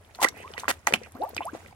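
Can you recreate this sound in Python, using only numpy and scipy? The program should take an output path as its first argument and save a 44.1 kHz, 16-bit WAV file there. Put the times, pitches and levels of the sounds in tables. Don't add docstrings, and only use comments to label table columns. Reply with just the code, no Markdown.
import sys
import numpy as np
from scipy import signal
from scipy.fft import rfft, irfft
from scipy.io import wavfile

SR = 44100
rng = np.random.default_rng(int(sys.argv[2]) if len(sys.argv) > 2 else 0)


def unload_audio(sound):
    columns = np.transpose(np.atleast_2d(sound))
    steps = np.round(np.clip(columns, -1, 1) * 32767)
    wavfile.write(sys.argv[1], SR, steps.astype(np.int16))


N = 77175

# frequency in Hz, relative level in dB.
WASH_COLOUR = [(20, -28), (35, -4.5), (55, 3), (85, 15), (125, 0), (200, -11.5), (450, -11), (800, -12),
               (1800, -19.5), (3600, -26.5), (10000, -32), (16000, -44)]
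# frequency in Hz, correlation.
STEREO_LIKENESS = [(30, 1), (300, 0.8), (1000, 0.61), (3000, 0.17), (15000, 0.13)]
# time in seconds, gain in dB.
STIR_FADER = [(0, -6.5), (.13, -6), (.3, -4), (0.399, 3), (.51, 0.5), (0.742, -4), (.83, -7.5), (.97, -2.5),
              (1.06, -1.5), (1.109, -7.5), (1.301, -1), (1.418, -1.5), (1.68, 2), (1.75, -11)]
# frequency in Hz, relative level in dB.
SPRAY_COLOUR = [(40, -51), (150, -5.5), (300, 2), (800, 7), (2000, -0.5), (2900, -2.5), (4200, -8),
                (6000, -9.5), (9600, -10.5), (13500, -20), (16000, -20.5)]
# start in seconds, pitch in Hz, level in dB.
TICK_CUES = [(.149, 4240, -34.5), (.2865, 5820, -20.5), (.478, 2220, -37.5), (.538, 3010, -30.5),
             (.579, 1880, -23), (.597, 3840, -29.5), (.598, 8640, -29.5), (.602, 6250, -29.5),
             (.87, 6370, -15), (1.035, 5800, -38), (1.121, 9300, -39.5), (1.219, 3770, -38.5),
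             (1.236, 11500, -38), (1.293, 14500, -31.5), (1.347, 6300, -33.5), (1.3663, 4950, -25),
             (1.454, 9940, -31.5)]
# start in seconds, hold in seconds, level in dB,
# tilt in dB per octave, fade (t60) in seconds.
SLURP_CUES = [(.15, 0.0065, -50, 3.5, .05), (.2015, 0.0064, -39, 2.5, 0.012),
              (0.2132, 0.013, -30, 3.5, 0.027), (0.226, 0.012, -21.5, 2.5, 0.037),
              (0.2423, 0.0055, -18, 1.35, 0.014), (0.253, 0.012, -36.5, 0.5, 0.078),
              (.286, 0.0017, -30, 4, 0.017), (0.578, 0.02, -44, 2.5, 0.18), (.681, 0.032, -24, 0.96, 0.012),
              (0.72, 0.0078, -47.5, 4, 0.13), (0.8689, 0.0042, -22, 2.5, 0.0089),
              (.875, 0.011, -31.5, 0.2, 0.099), (0.9237, 0.0012, -21.5, -3, 0.0077),
              (0.936, 0.0062, -19, 1, 0.005), (0.943, 0.013, -32.5, 0, 0.042),
              (1.152, 0.025, -47, -8.5, 0.14), (1.3648, 0.0029, -31.5, -0.4, 0.009),
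              (1.539, 0.019, -46.5, -3, .2)]
# start in seconds, pitch in Hz, level in dB,
# rise in seconds, decay (t60) in seconds, glide in octaves.
POP_CUES = [(.188, 770, -28.5, 0.00075, 0.012, -0.32), (0.1953, 954, -29, 0.0024, 0.068, 0.87),
            (0.2174, 832, -16.5, 0.0015, 0.022, 0.37), (.2275, 700, -17.5, 0.001, 0.02, 0.63),
            (.2428, 2080, -12.5, 0.0034, 0.018, -0.28), (0.2457, 840, -16.5, 0.0013, 0.012, 0.03),
            (.248, 472, -17.5, 0.0031, 0.02, -0.066), (.245, 244, -31, 0.0028, 0.03, 0.67),
            (.402, 468, -35, .0012, .02, -0.0044), (.503, 440, -37, 0.0028, 0.037, 0.25),
            (.58, 466, -33.5, 0.0019, 0.026, -0.098), (0.634, 990, -22.5, 0.0015, 0.0074, -0.19),
            (0.6431, 1270, -22.5, 0.00077, 0.0034, -0.021), (0.653, 1130, -30.5, 0.0019, 0.029, -0.15),
            (.681, 1360, -7, 0.00079, 0.002, 0.38), (0.8716, 1206, -7, 0.0015, 0.0041, -0.025),
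            (0.872, 2403, -7, 0.0012, 0.0011, -0.44), (.8745, 867, -18, 0.0011, 0.035, -0.53),
            (.8835, 610, -27.5, .001, 0.055, -0.35), (0.907, 514, -25.5, 0.0023, 0.026, -.4),
            (.925, 280, -26.5, .0015, 0.014, -.3), (.9363, 500, -14.5, 0.0013, 0.0099, -0.047),
            (.938, 2816, -2.5, 0.0012, 0.002, -0.15), (0.9433, 3030, -16.5, 0.00037, 0.0095, 0.26),
            (.9362, 208, -22, 0.0013, 0.048, 0.21), (.97, 229, -39.5, 0.005, .09, 0.16),
            (1.015, 450, -34, 0.0011, 0.035, 0.6), (1.145, 233, -34.5, 0.011, 0.04, 0.23),
            (1.303, 770, -38, 0.0018, .018, -0.099), (1.332, 462, -37.5, 0.0014, 0.041, -0.088),
            (1.368, 438, -35.5, 0.0017, 0.028, -0.18), (1.379, 2640, -19, 0.00074, 0.018, -0.96),
            (1.39, 315, -35, 0.00067, 0.073, -0.28), (1.4062, 843, -21.5, .0012, 0.027, 0.045),
            (1.413, 724, -30, 0.0011, 0.031, -0.4), (1.419, 1010, -32.5, 0.0023, 0.06, 0.5),
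            (1.531, 280, -30, 0.0027, 0.047, 0.91), (1.5491, 643, -24, 0.0018, 0.0052, -0.38),
            (1.726, 796, -40.5, 0.00058, 0.027, -0.089)]
# start in seconds, length in seconds, first pitch in Hz,
# last pitch in Hz, level in dB, crest of the swell as a share of the length.
CHIRP_CUES = [(0.245, 0.044, 905, 2407, -28.5, 0.42), (.44, 0.055, 960, 1350, -41, 0.11),
              (0.542, 0.036, 700, 1480, -45.5, 0.29), (1.152, 0.027, 953, 1840, -45.5, 0.11),
              (1.191, 0.044, 386, 994, -26, 0.73), (1.178, .115, 205, 1030, -35.5, 0.61),
              (1.234, 0.02, 790, 1000, -22.5, 0.058), (1.231, .04, 1050, 1250, -37.5, .06),
              (1.446, 0.057, 537, 1700, -31.5, 0.41)]
# start in seconds, length in seconds, centre in Hz, level in dB.
SQUELCH_CUES = [(.335, 0.11, 2374, -48.5), (.565, 0.035, 2618, -42), (1.015, .06, 2290, -51),
                (1.408, 0.04, 2746, -45)]
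# frequency in Hz, decay (t60) in seconds.
TAIL_DECAY = [(150, 0.41), (800, 0.12), (3000, 0.14), (14000, 0.082)]
# frequency in Hz, lead of the left in radians.
PORT_PHASE = [(60, 0.5), (500, -1), (1000, 0.95), (1500, 1.05), (2000, 3.5), (2700, 6), (3700, 4.5),
              (4700, 8), (7000, 9.5), (16000, 22)]
# frequency in Hz, left minus right in dB.
PORT_BALANCE = [(250, 2.5), (450, 6), (740, -1), (1220, -0.5), (2000, -13), (3300, 1.5), (5500, 5.5),
                (9000, 0), (15000, -1)]

LN_1000 = np.log(1000)


def amp(db):
    return 10 ** (np.asarray(db) / 20)


def unit(x):
    return x / np.sqrt(np.mean(x ** 2) + 1e-20)


def curve_at(points, hz):
    f, value = np.transpose(points)
    return np.interp(np.log(hz + 1), np.log(f + 1), value)


def add(mix, start_s, sound):
    part = mix[:, max(round(start_s * SR), 0):][:, :sound.shape[1]]
    part += sound[:, :part.shape[1]]


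def wander(hz, size):
    f = np.fft.rfftfreq(size, 1 / SR)
    return unit(irfft(rfft(rng.standard_normal(size)) / (1 + (f / hz) ** 4), size))


def clicks(per_s, spread_db, size):
    height = amp(spread_db * np.minimum(rng.exponential(1, size), 4)) * rng.choice([-1, 1], size)
    return height * (rng.random(size) < per_s / SR)


def spray_eq(size, tilt_db):
    hz = np.fft.rfftfreq(size, 1 / SR)
    return amp(curve_at(SPRAY_COLOUR, hz) + tilt_db * np.log2((hz + 100) / 2000))


def air_ring(hz, rise, t60, glide, rough=0.14, size=8192):
    t = np.arange(size) / SR
    pitch = hz * 2 ** (glide * np.minimum(t / t60, 1))
    attack = np.sin(np.pi / 2 * np.minimum(t / rise, 1)) ** 2
    decay = np.exp(-LN_1000 * np.maximum(t - rise, 0) / t60)
    phase = 2 * np.pi * np.cumsum(pitch) / SR
    tremble_hz = 890 + hz / 4
    tone = np.sin(phase) * (1 + rough * wander(tremble_hz, size))
    jitter = rough * wander(tremble_hz, size) * np.cos(phase)
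    return attack * decay * (tone + jitter)


def distant_wash(db=-55.5):
    hz = np.fft.rfftfreq(N, 1 / SR)
    left, other = rfft(rng.standard_normal((2, N)))
    likeness = curve_at(STEREO_LIKENESS, hz)
    right = likeness * left + np.sqrt(1 - likeness ** 2) * other
    return amp(db) * unit(irfft(np.array([left, right]) * amp(curve_at(WASH_COLOUR, hz)), N))


def pump_hum(hz=89, db=-67, waver=0.61):
    phase = 2 * np.pi * hz * np.arange(N) / SR + waver * wander(13, N)
    return amp(db) * unit(np.sin(phase) * (1 + waver * wander(8.8, N)))


def bubble_cloud(pitches, per_s, db, spread_db, tilt_db, cycles, glide):
    out = np.zeros((2, N))
    for hz in pitches:
        gain = amp(db + tilt_db * np.log2(hz / pitches[0]))
        bubble = gain * air_ring(hz, rise=1 / hz, t60=cycles / hz, glide=glide)
        train = signal.oaconvolve(clicks(per_s / len(pitches), spread_db, N), bubble)[:N]
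        out += [train, np.roll(train, rng.integers(-6, 7))]
    return out


def stirred_water(ripple_db=-58, clump_db=5):
    lapping = bubble_cloud(np.geomspace(175, 480, 8), per_s=160, db=-54.5,
                           spread_db=2.8, tilt_db=-0.5, cycles=6, glide=0.13)
    bubbles = bubble_cloud(np.geomspace(400, 3300, 24), per_s=600, db=-60,
                           spread_db=4, tilt_db=1.24, cycles=19.7, glide=0.3)
    fizz = bubble_cloud(np.geomspace(3800, 14000, 12), per_s=110, db=-57.5,
                        spread_db=2.8, tilt_db=5.5, cycles=30, glide=0)
    noise = rng.standard_normal((2, N))
    ripples = amp(ripple_db) * unit(irfft(rfft(noise) * spray_eq(N, tilt_db=1.76), N))
    clumps = amp(clump_db * np.tanh(wander(25, N)))
    water = lapping + bubbles + clumps * fizz + np.sqrt(clumps) * ripples
    fader_db = np.interp(np.arange(N) / SR, *np.transpose(STIR_FADER))
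    return water * amp(fader_db)


def droplet_tick(hz, db, snap_db=-9.5, snap_t60=0.003, size=2048):
    t, f = np.arange(size) / SR, np.fft.rfftfreq(size, 1 / SR)
    band = np.exp(-np.log2((f + 1) / hz) ** 2)
    snap = unit(irfft(rfft(rng.standard_normal(size)) * band))
    snap *= amp(snap_db) * np.exp(-LN_1000 * t / snap_t60)
    ring = air_ring(hz, rise=0.00014, t60=0.0084, glide=0, rough=0.48, size=size)
    return amp(db) * (snap + ring)


def spray(hold, db, tilt_db, t60, rise=0.0012, flutter_db=2.5, size=16384):
    t = np.arange(size) / SR
    drops_per_s = 9000 * min(amp(db + 27), 1)
    drops = clicks(drops_per_s, spread_db=3.5, size=size)
    splash = irfft(rfft(drops) * spray_eq(size, tilt_db))
    flutter = amp(flutter_db * wander(195, size))
    envelope = np.minimum(t / rise, 1) * np.exp(-LN_1000 * np.maximum(t - hold, 0) / t60)
    return amp(db) * unit(splash * flutter) * envelope


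def slurp(*cue, width=0.56):
    side = signal.sosfilt(signal.butter(2, 1000, "high", fs=SR, output="sos"), spray(*cue))
    return spray(*cue) + width * np.outer([1, -1], side)


def lip_pop(hz, db, rise, t60, glide):
    return amp(db) * air_ring(hz, rise, t60, glide)


def bubble_chirp(length, first_hz, last_hz, db, crest, wobble_db=1.75, pitch_tremble=0.014):
    progress = np.arange(0, length, 1 / SR) / length
    skewed = progress ** (np.log(.5) / np.log(crest))
    swell = np.abs(np.sin(np.pi * skewed)) ** 0.63
    wobble, tremble = wander(150, size=16384).reshape(2, -1)[:, :len(progress)]
    pitch = first_hz * (last_hz / first_hz) ** progress * (1 + pitch_tremble * tremble)
    return amp(db + wobble_db * wobble) * swell * np.sin(2 * np.pi * np.cumsum(pitch) / SR)


def foam_squelch(length, hz, db, width_hz=1170, glide_octaves=0.5, size=8192):
    progress = np.minimum(np.arange(size) / SR / length, 1)
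    centre_hz = hz * 2 ** (glide_octaves * (progress - .5))
    carrier = np.exp(2j * np.pi * np.cumsum(centre_hz) / SR)
    foam = wander(width_hz / 2, size) + 1j * wander(width_hz / 2, size)
    return amp(db) * np.sin(np.pi * progress) * (foam * carrier).real


def placed(sound, max_lag_s=0.00004):
    size = 2 * len(sound)
    lag_s = max_lag_s * (2 * rng.random() - 1)
    half_shift = np.exp(1j * np.pi * np.fft.rfftfreq(size, 1 / SR) * lag_s)
    return irfft(rfft(sound, size) * np.array([half_shift, 1 / half_shift]))[:, :len(sound)]


def feeding_carp():
    out = np.zeros((2, N))
    for start_s, *cue in SLURP_CUES:
        add(out, start_s, slurp(*cue))
    for cues, source in [(POP_CUES, lip_pop), (CHIRP_CUES, bubble_chirp),
                         (SQUELCH_CUES, foam_squelch), (TICK_CUES, droplet_tick)]:
        for start_s, *cue in cues:
            add(out, start_s, placed(source(*cue)))
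    return out


def pond_echoes(mono, rim_db=-8.5, rim_t60=0.024, tail_db=-16.5, size=16384):
    hz, frame_s, noise = signal.stft(rng.standard_normal((3, size)), SR, nperseg=256)
    likeness = curve_at(STEREO_LIKENESS, hz)[:, None]
    diffuse = likeness * noise[2] + np.sqrt(1 - likeness ** 2) * noise[:2]
    tail_fade = np.exp(-LN_1000 * frame_s / curve_at(TAIL_DECAY, hz)[:, None])
    tail = signal.istft(diffuse * tail_fade, SR, nperseg=256)[1]
    t = np.arange(size) / SR
    rim_fade = np.exp(-LN_1000 * t / rim_t60) * (t > .0015)
    rim = signal.istft(diffuse, SR, nperseg=256)[1][:, ::-1] * rim_fade
    response = amp(tail_db) * tail / np.linalg.norm(tail[0]) + amp(rim_db) * rim / np.linalg.norm(rim[0])
    return signal.fftconvolve(mono[None], response, axes=1)[:, :N]


def ports(pond, low_cut_hz=90):
    hz = np.fft.rfftfreq(2 * N, 1 / SR)
    low_cut = hz ** 2 / (hz ** 2 + low_cut_hz ** 2)
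    left = amp(curve_at(PORT_BALANCE, hz) / 2) * np.exp(.5j * curve_at(PORT_PHASE, hz))
    return irfft(rfft(pond, 2 * N) * low_cut * np.array([left, 1 / left]))[:, :N]


def scene():
    carp = feeding_carp()
    pond = carp + pond_echoes(carp.mean(0)) + stirred_water()
    return ports(pond) + distant_wash() + pump_hum()


def record(dry):
    rounded = dry / (1 + dry ** 8) ** (1 / 8)
    low_pass = signal.firwin(401, cutoff=16300, window=("kaiser", 9), fs=SR)
    return signal.oaconvolve(rounded, low_pass[None], "same")


dry = scene()
out = record(dry)
unload_audio(out)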